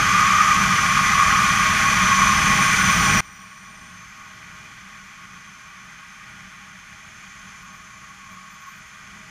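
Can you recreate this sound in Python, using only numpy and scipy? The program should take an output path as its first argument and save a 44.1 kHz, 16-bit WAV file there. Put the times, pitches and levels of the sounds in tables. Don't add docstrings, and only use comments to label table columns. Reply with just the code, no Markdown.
import sys
import numpy as np
from scipy import signal
from scipy.fft import rfft, irfft, next_fast_len
from scipy.io import wavfile

SR = 44100
rng = np.random.default_rng(int(sys.argv[2]) if len(sys.argv) > 2 else 0)


def bounce(signal):
    frames = np.transpose(np.atleast_2d(signal))
    limited = np.clip(frames, -1, 1)
    pcm = np.round(limited * 32767).astype(np.int16)
    wavfile.write(sys.argv[1], SR, pcm)


N = 410125
TIME = np.arange(N) / SR
FREQS = np.maximum(np.fft.rfftfreq(next_fast_len(N), 1 / SR), 1)

# time in seconds, strength in dB.
AIRFLOW = [(0, -1.3), (0.6, -1.74), (1.55, -1.1), (2.0, -0.26), (3.1, 0.95), (3.3, -0.8), (4.55, 1.3),
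           (5.3, -0.2), (6.05, -0.7), (6.35, 0.5), (6.8, -0.8), (7.5, 1), (7.8, -0.9), (8.7, -0.6),
           (9.3, 0.3)]
# time in seconds, dB added to the rush and cut from the buffet.
WIND_TILT = [(0, 0.3), (2.0, 0.1), (3.2, -0.5), (4.8, 0.1), (6.3, 1), (7.6, 0), (9.3, 0)]
# frequency in Hz, relative level in dB.
BUFFET_SPECTRUM = [(8, -26), (30, -2.5), (55, 0.5), (80, -1.5), (135, 2.5), (165, 0), (205, 1.5), (255, -8),
                   (340, -13.5), (440, -16.5), (540, -20), (900, -13.5), (2500, -70)]
RUSH_SPECTRUM = [(250, -55), (560, -28.5), (700, -22), (1020, -11.5), (1340, -4), (1560, -0.5), (1780, -1),
                 (2050, -0.5), (2210, -3), (2480, -3), (2650, -9), (3390, -7.5), (3900, -18), (5200, -44)]
HISS_SPECTRUM = [(2600, -35), (4000, -4.5), (4350, -0.5), (4820, -4), (5100, 0.5), (5400, -0.5), (6400, 0),
                 (7050, -0.5), (7550, -8.5), (8350, -12), (9900, -11.5), (10900, -16.5), (11900, -13),
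                 (13100, -22.5), (14500, -20), (15500, -34)]
# centre in Hz, rough width in Hz, lift in dB.
HELMET_HOLLOWS = [(185.6, 20.5, 8), (452, 24, 3), (631.3, 24, 12), (811.6, 26, 11), (957, 46, 6),
                  (1445, 77, 6.5), (1567, 49, 2.5), (1953, 95, 3.5), (2382, 170, 6), (3090, 190, 2),
                  (4650, 56, 3.5), (8930, 500, 4.5)]
# pitch in Hz, width in Hz, relative level in dB.
LOWER_CAVITY_MODES = [(1102.6, 49, 0)]
UPPER_CAVITY_MODES = [(1189.6, 55, -1), (1241, 60, -2)]
# time in seconds, lower and upper tone levels in dB.
HOWL_LEVELS = [(0, -26.5, -24.5), (2.0, -24, -25.5), (3.6, -26, -30), (5.5, -28.5, -27), (7.2, -31, -30.5),
               (9.3, -29, -26.5)]
# peak time in seconds, length in seconds, lower and upper tone lifts in dB.
HOWL_FLARES = [(0.346, 0.51, 2, 6.5), (1.25, 0.31, 4, 6.5), (2.22, 0.39, 6, 1.5), (4.25, .14, 4, 4),
               (7.8, 0.63, 7, 2), (8.39, 0.38, 6.5, 4), (8.684, 0.081, 9.5, 0)]
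# time in seconds, pitch in Hz.
MAIN_EDGE_PITCH = [(0.0, 6270), (0.26, 6080), (1.68, 6030), (2.43, 6120), (3.39, 5880), (4.04, 6250),
                   (5.02, 6150), (7.07, 6290), (9.3, 6250)]
# peak time in seconds, length in seconds, lift in dB.
MAIN_EDGE_SWELLS = [(0.3, 1.2, 1), (2.15, .5, 3), (3.1, 1.5, 4.5), (3.97, .3, 4), (5.5, 0.6, 2.5),
                    (7.6, 1.3, 3.5)]
# time in seconds, pitch in Hz, level in dB.
FALLING_EDGE_PATH = [(0.4, 9840, -49), (2.05, 9400, -45), (2.7, 9020, -38.5), (3.85, 8850, -35.5),
                     (3.97, 9080, -43)]
# start, loudest moment and end in seconds,
# multiple of the main pitch, spread in Hz, peak level in dB.
THIN_EDGES = [(2.5, 3.35, 3.75, 2.475, 180, -43), (2.9, 4.0, 5, 1.92, 220, -49),
              (6.9, 7.3, 13, 1.11, 160, -36.5), (3.0, 8.0, 13, 1.655, 220, -47.5)]
# peak time in seconds, length in seconds, pitch in Hz, level in dB.
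EDGE_SQUEAKS = [(7.635,.03,13780,-42), (7.755,.065,13690,-43), (7.99,.02,13800,-47), (8.33,.035,13980,-39),
                (8.53,.06,14000,-41), (8.62,.04,14080,-39), (8.70,.075,14050,-38), (8.773,.05,14180,-40),
                (8.875,.02,14200,-45)]


def undb(db):
    return 10 ** (np.asarray(db) / 20)


def curves(table):
    times, *columns = np.transpose(table)
    return [np.interp(TIME, times, column) for column in columns]


def noise(gain):
    size = next_fast_len(N)
    coloured = irfft(rfft(rng.standard_normal(size)) * gain, size)[:N]
    return coloured / coloured.std()


def wander(rate_hz):
    return noise(1 / (1 + (FREQS / rate_hz) ** 2))


def resonance(hz, width_hz):
    return 1 / (1 + ((FREQS - hz) / width_hz * 2) ** 2)


def swell(peak_s, length_s):
    return np.exp(-(2 * (TIME - peak_s) / length_s) ** 2)


def turbulence(spectrum):
    hz, db = np.transpose(spectrum)
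    colour_db = np.interp(np.log(FREQS), np.log(hz), db)
    ring_db = sum(lift * resonance(centre, 2 * width) ** 2 for centre, width, lift in HELMET_HOLLOWS)
    return noise(undb(colour_db + ring_db))


def wind(eddies, buffet_db=-26.5, rush_db=-20, hiss_db=-29.5):
    flow_db, = curves(AIRFLOW)
    tilt_db, = curves(WIND_TILT)
    buffet = turbulence(BUFFET_SPECTRUM) * undb(buffet_db + 1.47 * flow_db - tilt_db + 1.25 * wander(3.6))
    rush = turbulence(RUSH_SPECTRUM) * undb(rush_db + 0.86 * flow_db + tilt_db + 0.72 * eddies)
    hiss = turbulence(HISS_SPECTRUM) * undb(hiss_db + 0.69 * flow_db + 0.5 * eddies)
    return buffet + rush + hiss


def cavity_howl(eddies, shake_db=1.0, drift_db=0.37):
    flares_db = sum(np.outer(lifts_db, swell(peak, length)) for peak, length, *lifts_db in HOWL_FLARES)
    levels_db = curves(HOWL_LEVELS) + flares_db
    howl = 0
    for modes, level_db in zip((LOWER_CAVITY_MODES, UPPER_CAVITY_MODES), levels_db):
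        power = sum((undb(db) * resonance(hz, width)) ** 2 for hz, width, db in modes)
        howl = howl + noise(np.sqrt(power)) * undb(level_db + drift_db * wander(3.9))
    return howl * undb(shake_db * eddies)


def whistle(hz, spread_hz, waver_hz, flutter_db=0.7):
    phase = 2 * np.pi * np.cumsum(hz + waver_hz * wander(20.2)) / SR
    tone = wander(spread_hz) * np.cos(phase) + wander(spread_hz) * np.sin(phase)
    return tone * undb(flutter_db * wander(16))


def main_edge(hz, level_db=-33.5):
    lift_db = sum(db * swell(peak, length) for peak, length, db in MAIN_EDGE_SWELLS)
    return whistle(hz, spread_hz=164, waver_hz=37.7) * undb(level_db + lift_db)


def caught(start_s, end_s, fade_s=0.04):
    return np.exp(-np.abs(TIME - np.clip(TIME, start_s, end_s)) / fade_s)


def falling_edge():
    hz, db = curves(FALLING_EDGE_PATH)
    gate = caught(start_s=FALLING_EDGE_PATH[0][0], end_s=FALLING_EDGE_PATH[-1][0])
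    return whistle(hz, spread_hz=155, waver_hz=41.6) * undb(db) * gate


def thin_edges(main_hz, fade_depth_db=11):
    whistles = np.zeros(N)
    for start, loudest, end, multiple, spread_hz, peak_db in THIN_EDGES:
        fade_db = fade_depth_db * np.interp(TIME, (start, loudest, end), (1, 0, 1))
        tone = whistle(multiple * main_hz, spread_hz, waver_hz=35)
        whistles += tone * undb(peak_db - fade_db) * caught(start, end)
    return whistles


def edge_squeaks(waver_hz=90):
    squeaks = np.zeros(N)
    waver = waver_hz * wander(120)
    for peak, length, hz, db in EDGE_SQUEAKS:
        near = np.abs(TIME - peak) < length
        envelope = np.exp(-(2 * (TIME[near] - peak) / length) ** 4)
        phase = 2 * np.pi * np.cumsum(hz + waver[near]) / SR
        squeaks[near] += undb(db) * envelope * np.sqrt(2) * np.sin(phase)
    return squeaks


def scene():
    eddies = 0.55 * wander(34) + 0.35 * wander(180)
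    edge_hz, = curves(MAIN_EDGE_PITCH)
    bed = wind(eddies) + cavity_howl(eddies)
    whistles = main_edge(edge_hz) + falling_edge() + thin_edges(edge_hz) + edge_squeaks()
    air = bed + whistles
    return np.array([air, air])


def record(dry, step_s=3.2056, step_db=-25, top_hz=15200):
    stepped = dry * undb(step_db * (TIME > step_s))
    low_pass = signal.ellip(10, 0.1, 80, top_hz, fs=SR, output="sos")
    return signal.sosfilt(low_pass, stepped)


dry = scene()
out = record(dry)
bounce(out)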